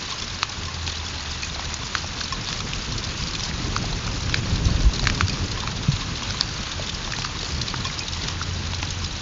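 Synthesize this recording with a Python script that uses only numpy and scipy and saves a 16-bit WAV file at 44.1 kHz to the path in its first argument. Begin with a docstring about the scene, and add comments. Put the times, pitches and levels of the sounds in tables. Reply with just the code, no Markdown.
"""Rain and small hail in a backyard, on a mono microphone near wooden and plastic bird feeders.
At first a distant engine drones low under the hiss of countless far drops. All along, nearer drops
splash, single pellets crack on the feeders and a few drops ring a hollow vessel or the cage wires.
Midway a gust rumbles past, with dull low thumps. The engine returns at the end."""
import sys
import numpy as np
from scipy import signal
from scipy.fft import rfft, irfft
from scipy.io import wavfile

SR = 44100
rng = np.random.default_rng(int(sys.argv[2]) if len(sys.argv) > 2 else 0)


def log_audio(samples):
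    """Write samples as a 16-bit WAV file to the path given in sys.argv[1]."""
    # one column per channel
    frames = np.atleast_2d(samples).T
    # limit to full scale, then quantise
    limited = np.clip(frames, -1, 1)
    pcm = np.round(limited * 32767).astype(np.int16)
    wavfile.write(sys.argv[1], SR, pcm)


N = 406161
TIME = np.arange(N) / SR
SPLASH_HZ, SPLASH_SPREAD_OCTAVES = 4270, 0.14   # pitch range of random splashes and pellet snaps
# modes of the feeders' wooden roof: pitch_hz, q, gain_db
ROOF_MODES = [(1150, 37, 1), (1780, 9.6, -6), (2540, 23, 2), (2720, 43, -20), (4300, 2.4, 3.5)]


def from_db(db):
    """Decibels as an amplitude ratio."""
    return 10 ** (np.asarray(db) / 20)


def rms_one(x):
    """Scales x to rms 1."""
    return x / np.sqrt(np.mean(x ** 2) + 1e-20)


def at_hz(spectrum, hz):
    """A spectrum's level in dB, read on a log-frequency axis."""
    points_hz, levels_db = np.transpose(spectrum)
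    return np.interp(np.log(hz), np.log(points_hz), levels_db)


def drift(rate_hz):
    """A slow random wander with spread 1."""
    step, settle = 40, 2000
    pole = np.exp(-2 * np.pi * rate_hz * step / SR)
    white = rng.standard_normal(N // step + settle + 2)
    slow = signal.lfilter([1], [1, -2 * pole, pole * pole], white)[settle:]
    return np.interp(np.arange(N) / step, np.arange(len(slow)), rms_one(slow))


def noise(spectrum):
    """Noise of the given colour, rms 1."""
    hz = np.maximum(np.arange(N // 2 + 1) * SR / N, 1)
    return rms_one(irfft(rfft(rng.standard_normal(N)) * from_db(at_hz(spectrum, hz)), N))


def resonate(x, hz, q, order=1):
    """A band around hz, about hz / q wide."""
    spread = np.exp(.5 / q)
    edges_hz = [hz / spread, min(hz * spread, SR / 2 - 1)]
    return signal.sosfilt(signal.butter(order, edges_hz, "band", fs=SR, output="sos"), x + 1e-18)


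def damped(hz, t60_s):
    """A struck mode: a sine of height 1 dying away."""
    t = TIME[:SR // 2]
    return np.sin(2 * np.pi * hz * t) * from_db(-60 * t / t60_s)


def burst(x, db):
    """Scales a short sound to the energy of 10 ms at this level."""
    return x * from_db(db) / np.sqrt(np.sum(x ** 2) / (SR / 100))


def add(out, start_s, x):
    """Mixes x in from start_s on."""
    i = max(round(start_s * SR), 0)
    out[i:i + len(x)] += x[:max(N - i, 0)]


def arrivals(per_s, spread_db, cap):
    """Random impacts: mostly small or far, a few big and near, up to cap spreads louder."""
    sizes = from_db(spread_db * np.minimum(rng.exponential(1, N), cap))
    return sizes * (rng.random(N) < per_s / SR)


def chance_events(per_s, count):
    """Events at random times: rows of start_s, then count normal deviates held within +-2."""
    times = np.cumsum(rng.exponential(1, size=200)) / per_s
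    deviations = np.clip(rng.standard_normal((len(times), count)), -2, 2)
    return np.column_stack([times, deviations])[times < N / SR]


def spray(rise_s, fall_s):
    """A 50 ms envelope that swells and dies, like the droplets thrown up by a bursting drop."""
    t = TIME[:SR // 20]
    return (1 - np.exp(-t / rise_s)) * np.exp(-t / fall_s)


def engine():
    """A distant engine: only its firing note carries, wavering; it sags and fades through each pull."""
    # the engine's pulls: start_s, length_s, pitch_hz, sag_hz_per_s, level_db
    pulls = [(0.0, 0.96, 88.8, 4.1, -44.5), (0.602, 0.99, 84, 12, -32.5), (1.61, 0.75, 80, 3, -37.5),
             (8.062, 0.14, 86, 1.5, -32.5), (8.297, 0.75, 88, 2.9, -30)]
    attack_s, release_s, fade_db_per_s = 0.051, 0.057, 5.5
    out = np.zeros(N)
    waver, swell = 1 + 0.011 * drift(5.5), from_db(0.91 * drift(3.6))
    for start_s, length_s, hz, sag, db in pulls:
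        t = np.clip(TIME - start_s, 0, length_s + release_s)
        envelope = np.clip(np.minimum(t / attack_s, 1 + (length_s - t) / release_s), 0, 1)
        phase = 2 * np.pi * np.cumsum((hz - sag * t) * waver) / SR
        out += envelope * from_db(db - fade_db_per_s * t) * np.sin(phase)
    return np.sqrt(2) * swell * out


def wind():
    """Deep buffeting under a rush; gusts lift both above the breeze and eddies shake them together."""
    # gusts that swell and die away: peak_s, rise_s, peak_db
    gusts = [(2.8, 0.56, -37), (3.68, 0.36, -33), (4.58, 0.43, -28), (4.8, 0.2, -34), (6.7, 0.63, -38),
             (7.55, 0.14, -40.5), (8.6, 0.64, -36)]
    # spectrum of the buffeting: frequency_hz, level_db
    buffet_colour = [(15, -17), (30, 7), (45, 8.5), (85, 0), (130, -9), (220, -38.5)]
    # spectrum of the rush: frequency_hz, level_db
    rush_colour = [(50, -10), (90, 4), (150, 1), (250, -7), (500, -16), (800, -26.5), (1600, -39.5)]
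    breeze_db, fall_over_rise, buffet_db_per_wind_db = -41.5, 2.8, 1.1
    power = from_db(breeze_db) ** 2
    for peak_s, rise_s, db in gusts:
        past_peak = (TIME - peak_s) / rise_s
        envelope = np.exp(np.minimum(past_peak, -past_peak / fall_over_rise))
        power = power + (from_db(db) * envelope) ** 2
    wind_db = 10 * np.log10(power)
    buffet_db = wind_db.mean() + buffet_db_per_wind_db * (wind_db - wind_db.mean())
    eddies = from_db(2.0 * drift(12.0))
    buffet = from_db(buffet_db) * noise(buffet_colour)
    rush = from_db(wind_db + 2.5) * noise(rush_colour)
    return eddies * (buffet + rush)


def thumps():
    """Dull thumps, each a few dying cycles of bass."""
    # low thumps: start_s, pitch_hz, level_db, t60_s
    hits = [(3.6, 302, -18, .05), (4.383, 120, -11.5, .1), (4.524, 90, -8.5, .12),
            (4.660, 65.4, -2.5, 0.047), (4.712, 79.4, -4, .05), (4.747, 62, -6, .09), (4.843, 52, -3, 0.12),
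            (4.864, 61.5, 1, 0.068), (5.231, 91.4, -7.5, 0.14), (5.885, 141, -1, 0.079),
            (5.935, 95, -12.5, 0.11), (6.757, 85, -18.5, .25), (7.520, 74.5, -16, 0.25),
            (7.74, 328, -14.5, 0.019), (8.828, 290, -16, .025)]
    out = np.zeros(N)
    for start_s, hz, db, t60_s in hits:
        add(out, start_s, from_db(db) * damped(hz, t60_s))
    return signal.sosfilt(signal.butter(2, 350, fs=SR, output="sos"), out)


def far_hiss():
    """Countless far drops merge into a hiss whose level flickers."""
    # spectrum of the far rain: frequency_hz, level_db
    hiss_colour = [(200, 1.5), (400, -2), (693, -3.5), (1060, 1), (1500, 0.5), (2100, -2.5), (2620, 0.5),
                   (3190, -1.5), (4170, 0.5), (5500, -3.5), (6900, -5), (7600, -25)]
    return from_db(.9 * drift(22)) * noise(hiss_colour)


def patter():
    """Drops around the yard burst into a few ms of spray, coloured by the surface that each one hits."""
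    # loudness of the wet surfaces: pitch_hz, level_db
    surfaces = [(2400, -11), (3000, -3.5), (3600, 5), (4200, 5), (5200, 3.5), (6800, -2)]
    out, envelope = 0, spray(rise_s=0.0011, fall_s=0.0042)
    flurry = from_db(2.3 * drift(6.3))   # drops come in bunches
    for hz in np.geomspace(2500, 6800, num=12):
        drops = arrivals(per_s=17 * flurry, spread_db=4.0, cap=2.4)
        power = np.maximum(signal.oaconvolve(drops ** 2, envelope ** 2)[:N], 0)
        droplets = np.sqrt(power) * rng.standard_normal(N)
        wet = resonate(droplets, hz, q=12.0) + from_db(-14) * resonate(droplets, 3000, q=.9)
        out = out + from_db(at_hz(surfaces, hz)) * wet
    return rms_one(out)


def taps():
    """Small pellets tick on bark, twigs and ground, each ringing for a few cycles."""
    # loudness of the struck surfaces: pitch_hz, level_db
    surfaces = [(650, -17), (850, 7.5), (1100, 9), (1500, 1), (2000, 8), (2700, -7), (3600, -2)]
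    out = 0
    for hz in np.geomspace(680, 3500, num=14):
        clicks = arrivals(per_s=22, spread_db=2.5, cap=2.0) * rng.choice([-1, 1], N)
        tick = resonate(clicks, hz, q=7.0) + from_db(-17.0) * resonate(clicks, 2600, q=0.9)
        out = out + from_db(at_hz(surfaces, hz)) * rms_one(tick)
    return rms_one(out)


def yard_echo(x):
    """Trunks and walls scatter a short, thin tail."""
    envelope = spray(rise_s=0.014, fall_s=0.019)
    tail = envelope * rng.standard_normal(len(envelope))
    return signal.oaconvolve(x, tail / np.sqrt(np.sum(tail ** 2)))[:N]


def splashes():
    """Big drops near the microphone: a swell of spray sets one glassy resonance ringing."""
    # the biggest drops on wet wood and leaves: start_s, pitch_hz, level_db
    big_drops = [(0.221, 3530, -29.5), (0.865, 4170, -31.5), (0.897, 4250, -34), (1.063, 3470, -33.5),
                 (1.544, 4030, -35), (1.980, 4160, -31.5), (2.236, 4390, -30.5), (2.493, 3570, -35),
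                 (2.921, 4180, -30.5), (2.979, 4400, -29.5), (3.040, 4800, -31), (3.271, 4700, -32),
                 (3.334, 4240, -31.5), (3.351, 3540, -28), (3.394, 4000, -33.5), (3.435, 4960, -28.5),
                 (3.451, 4285, -31.5), (4.045, 4230, -36.5), (4.295, 4170, -34), (4.556, 4060, -33.5),
                 (4.653, 5250, -31), (4.935, 4240, -30), (4.959, 4170, -31), (5.148, 4900, -31.5),
                 (5.295, 4700, -29), (5.515, 4280, -30.5), (5.602, 3620, -31), (5.918, 4180, -31),
                 (6.231, 3320, -30.5), (6.630, 3100, -32), (6.716, 3630, -28.5), (6.823, 3580, -34),
                 (6.893, 3570, -28), (7.045, 3620, -32), (7.164, 3950, -32), (7.244, 4400, -34),
                 (7.257, 4600, -33), (7.389, 3770, -31.5), (7.614, 4160, -25.5), (7.700, 4410, -33),
                 (7.846, 3480, -31.5), (7.868, 4800, -32), (8.082, 3780, -28.5), (8.132, 3920, -31),
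                 (8.236, 3930, -30.5), (8.425, 4920, -31.5), (8.745, 4100, -31.5), (8.887, 3500, -36),
                 (8.906, 6360, -28.5), (9.045, 5100, -30)]
    other_drops = [(start_s, SPLASH_HZ * 2 ** (SPLASH_SPREAD_OCTAVES * pitch), -34.5 - 0.4 * softness)
                   for start_s, pitch, softness in chance_events(per_s=0.97, count=2)]
    out, envelope = np.zeros(N), spray(rise_s=.0025, fall_s=.0044)
    for start_s, hz, db in big_drops + other_drops:
        droplets = envelope * rng.standard_normal(len(envelope))
        ring = burst(resonate(droplets, hz, q=30.0), db - 5.0)
        fizz = burst(resonate(droplets, 4400, q=1.4, order=2), db - 4.0)
        add(out, start_s - .001, ring + fizz)
    return out


def vessel_pings():
    """A drop spreads on a hollow vessel and swells into a short round note."""
    # the clearest drops on the vessel: start_s, level_db
    clear_drops = [(0.122, -33.5), (0.682, -34.5), (1.815, -40), (2.323, -28), (5.336, -40), (5.573, -36),
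                   (6.017, -37), (7.851, -30.5)]
    # the vessel's modes: pitch_hz, gain_db, t60_s
    modes = [(1070, -1, 0.05), (1760, -11, 0.043), (2460, -12.5, 0.035), (3360, -8, .035),
             (5400, -4, 0.027)]
    faint_drops = [(start_s, -42 + size) for start_s, size in chance_events(per_s=1.0, count=1)]
    out, envelope = np.zeros(N), spray(rise_s=.002, fall_s=.004)
    swell = 1 - np.exp(-TIME[:SR // 2] / .003)   # the drop spreads for about 3 ms
    for start_s, db in clear_drops + faint_drops:
        spot_db = rng.normal(0, 2.0, len(modes))   # each spot favours other modes
        ring = sum(from_db(mode_db + spot) * damped(hz, t60_s)
                   for (hz, mode_db, t60_s), spot in zip(modes, spot_db))
        droplets = envelope * rng.standard_normal(len(envelope))
        add(out, start_s, burst(swell * ring, db))
        add(out, start_s, burst(resonate(droplets, 3800, q=1.2), db - 6.0))
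    return out


def cage_tinks():
    """A cage wire answers a drop with one thin note."""
    # drops on the wire cage: start_s, pitch_hz, level_db
    drops = [(1.432, 2486, -30.5), (2.603, 2480, -34), (3.351, 2460, -33), (5.296, 2480, -31),
             (7.866, 2430, -32), (8.007, 2500, -30)]
    out = np.zeros(N)
    for start_s, hz, db in drops:
        add(out, start_s, from_db(db) * damped(hz, t60_s=0.079))
    return out


def soft_pellets():
    """Random softer hits for pellets(): size sets knock, crack and snap together."""
    rows = []
    for start_s, softness, body_pitch, snap_pitch in chance_events(per_s=1.6, count=3):
        body_db, crack_db, snap_db = np.array([-40.5, -42.5, -33.5]) - 2.5 * softness
        body_hz = 1040 * 2 ** (0.54 * body_pitch)
        snap_hz = SPLASH_HZ * 2 ** (SPLASH_SPREAD_OCTAVES * snap_pitch)
        rows.append((start_s, body_hz, body_db, crack_db, snap_hz, snap_db))
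    return rows


def pellets():
    """Close by, a slushy pellet knocks, rings a feeder's hollow roof and snaps as it falls apart."""
    # slushy pellets on the feeders: start_s, body_hz, body_db, crack_db, snap_hz, snap_db
    hits = [(1.432, 1530, -50, -39, 4700, -32.5), (1.560, 720, -40, -52, 4000, -40),
            (1.595, 750, -35.5, -45, 4080, -38), (1.741, 1140, -43, -48, 6360, -29),
            (2.043, 755, -37, -52, 4000, -46), (2.213, 1380, -32.5, -47, 4390, -32),
            (2.605, 1110, -38, -38, 4000, -31), (2.7345, 1060, -54, -35, 3500, -30.5),
            (3.513, 1690, -38.5, -53, 4000, -48), (3.841, 700, -37, -46, 4000, -46),
            (4.077, 1190, -36, -36.5, 4080, -41), (4.296, 1400, -37, -45, 5200, -38),
            (4.995, 1020, -39, -39, 4260, -27.5), (5.030, 776, -38, -48, 4000, -38),
            (5.041, 895, -36, -40, 4180, -30.5), (5.055, 1730, -36, -48, 4000, -38),
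            (5.2828, 1300, -42, -43, 4540, -29), (5.373, 1130, -38, -50, 4000, -48),
            (5.636, 1000, -35, -44, 4000, -46), (5.675, 1210, -31, -36, 4470, -32),
            (6.222, 990, -35, -44, 4000, -41), (6.345, 1200, -37, -40, 4020, -44),
            (6.796, 684, -33.5, -50, 3400, -53), (7.076, 1000, -37, -49, 4000, -44),
            (7.122, 1310, -37, -45, 4250, -32.5), (7.1355, 1840, -31, -49, 6000, -39),
            (7.187, 820, -34.5, -45, 3460, -33), (7.2203, 1300, -46, -39, 3200, -32),
            (7.2481, 1350, -30, -37, 4560, -30.5), (7.683, 1560, -50, -45, 3840, -30.5),
            (7.74, 1040, -31, -46, 3880, -46), (7.742, 1540, -33.5, -47, 3400, -50),
            (7.9, 1570, -39, -40, 4000, -44), (7.9917, 960, -56, -48, 5200, -29),
            (8.2841, 1140, -37, -56, 3470, -28.5), (8.4148, 1270, -29.5, -62, 4760, -52),
            (8.735, 890, -38, -40, 4000, -36), (8.829, 860, -36.5, -31, 3200, -32)]
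    out, envelope = np.zeros(N), spray(rise_s=.0005, fall_s=.0022)
    impact_sample = SR // 2000
    for start_s, body_hz, body_db, crack_db, snap_hz, snap_db in hits + soft_pellets():
        # the weaker the hit, the slushier the pellet: more spatter around its contact
        slush = from_db(-.5 * (max(body_db, crack_db, snap_db) + 21))
        shards = slush * envelope * rng.standard_normal(len(envelope))
        # the pellet breaks and lands again whole cycles later, which gives the knock its pitch
        cycles = max(round(rng.uniform(.0009, .002) * body_hz), 1)
        contact = np.zeros(len(envelope))
        contact[impact_sample] = 1
        contact[impact_sample + round(cycles * SR / body_hz)] = rng.uniform(.35, .65)
        knock = resonate(contact + .2 * shards, body_hz, q=2.5, order=2)
        knock += from_db(-18) * resonate(contact, .7 * body_hz, q=.8, order=2)
        spot_db = rng.normal(0, 3.5, len(ROOF_MODES))   # each spot favours other modes
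        roof = sum(from_db(db + spot) * resonate(contact + 0.19 * shards, hz, q)
                   for (hz, q, db), spot in zip(ROOF_MODES, spot_db))
        click = resonate(contact + 0.3 * shards, 2440, q=2.5, order=2)
        crack = burst(click, crack_db - 5.0) + burst(roof, crack_db - 1.0)
        snap = resonate(contact + 0.25 * shards, snap_hz, q=4.8, order=2)
        snap += from_db(-10.5) * resonate(contact + 0.7 * shards, 4700, q=1.9, order=2)
        add(out, start_s - .0008, burst(knock, body_db) - crack + burst(snap, snap_db))
    return out


def hailstones():
    """Close by, a hard stone knocks, cracks and snaps; its rebound hollows the sound, ice chips fly."""
    # hard stones bouncing off the feeders:
    # start_s, body_hz, body_db, crack_hz, crack_db, snap_hz, snap_db, rebound_ms, rebound_share
    stones = [(0.4303, 1030, -22.5, 2310, -23, 3940, -23.5, 0.71, .33),
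              (1.9517, 1280, -21.5, 2320, -30, 3700, -29, 0.65, 0.37),
              (3.764, 1190, -23, 2800, -37, 4700, -29.5, 0.85, 0.88),
              (4.343, 1590, -23.5, 2430, -24, 4050, -25, 1.25, 0.65),
              (5.0712, 1370, -20.5, 2370, -22, 4280, -23, 1.76, 0.44),
              (5.099, 1440, -28.5, 2650, -27.5, 4440, -33, 1.66, 0.45),
              (5.2090, 1300, -18.5, 2670, -26, 3380, -30, 0.83, 0.31),
              (6.4100, 1050, -32, 1900, -38, 4430, -14.5, 1.12, 0.54)]
    out, envelope = np.zeros(N), spray(rise_s=.0006, fall_s=0.0033)
    small_body = signal.butter(2, 850, "high", fs=SR, output="sos")   # small feeders hardly ring lower
    for start_s, body_hz, body_db, crack_hz, crack_db, snap_hz, snap_db, rebound_ms, share in stones:
        contact = np.zeros(len(envelope))
        contact[0] = 1
        contact[round(rebound_ms * SR / 1000)] += share
        knock = burst(signal.sosfilt(small_body, resonate(contact, body_hz, q=2.1, order=2)), body_db)
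        thud = burst(resonate(contact, 830, q=0.76), max(body_db, snap_db) - 14.5)
        crack = burst(resonate(contact, crack_hz, q=2.56, order=2), crack_db)
        snap = burst(resonate(contact, snap_hz, q=3.0, order=2), snap_db)
        shards = envelope * rng.standard_normal(len(envelope))
        roof = burst(sum(from_db(db) * resonate(shards, hz, q) for hz, q, db in ROOF_MODES), body_db - 13)
        chips = burst(resonate(shards, 5600, q=1.7), crack_db - 5.5)
        add(out, start_s, thud + knock - crack + snap + roof + chips)
    return out


def scene():
    """The shower's strength drives hiss, patter and taps together; near hits echo off the yard."""
    # strength of the shower: time_s, level_db
    shower = [(0.0, -32.5), (0.33, -34.5), (3.0, -33.5), (5.59, -33.5), (7.95, -33.5), (9.21, -35)]
    shower_db = np.interp(TIME, *np.transpose(shower))
    rain = from_db(-1.02) * far_hiss() + from_db(-4.0) * patter() + from_db(-10.0) * taps()
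    rain *= from_db(shower_db + 0.48)
    near = from_db(2.5) * splashes() + from_db(1.87) * hailstones() + from_db(3.5) * pellets()
    near += from_db(4.0) * (vessel_pings() + cage_tinks())
    echo = from_db(-20) * yard_echo(near)
    mono = rain + near + echo + wind() + from_db(-3.5) * thumps() + engine()
    return np.array([mono, mono])


def record(dry):
    """A narrow-band mono microphone: no deepest bass, rounded peaks, no top."""
    low_cut_hz, high_cut_hz, ceiling = 18, 7260, .78
    sound = signal.sosfilt(signal.butter(2, low_cut_hz, "high", fs=SR, output="sos"), dry)
    sound = ceiling * np.tanh(sound / ceiling)
    high_cut = signal.firwin(121, high_cut_hz, window=("kaiser", 7), fs=SR)
    return signal.oaconvolve(sound, high_cut[None], "same", axes=1)


dry = scene()
out = record(dry)
log_audio(out)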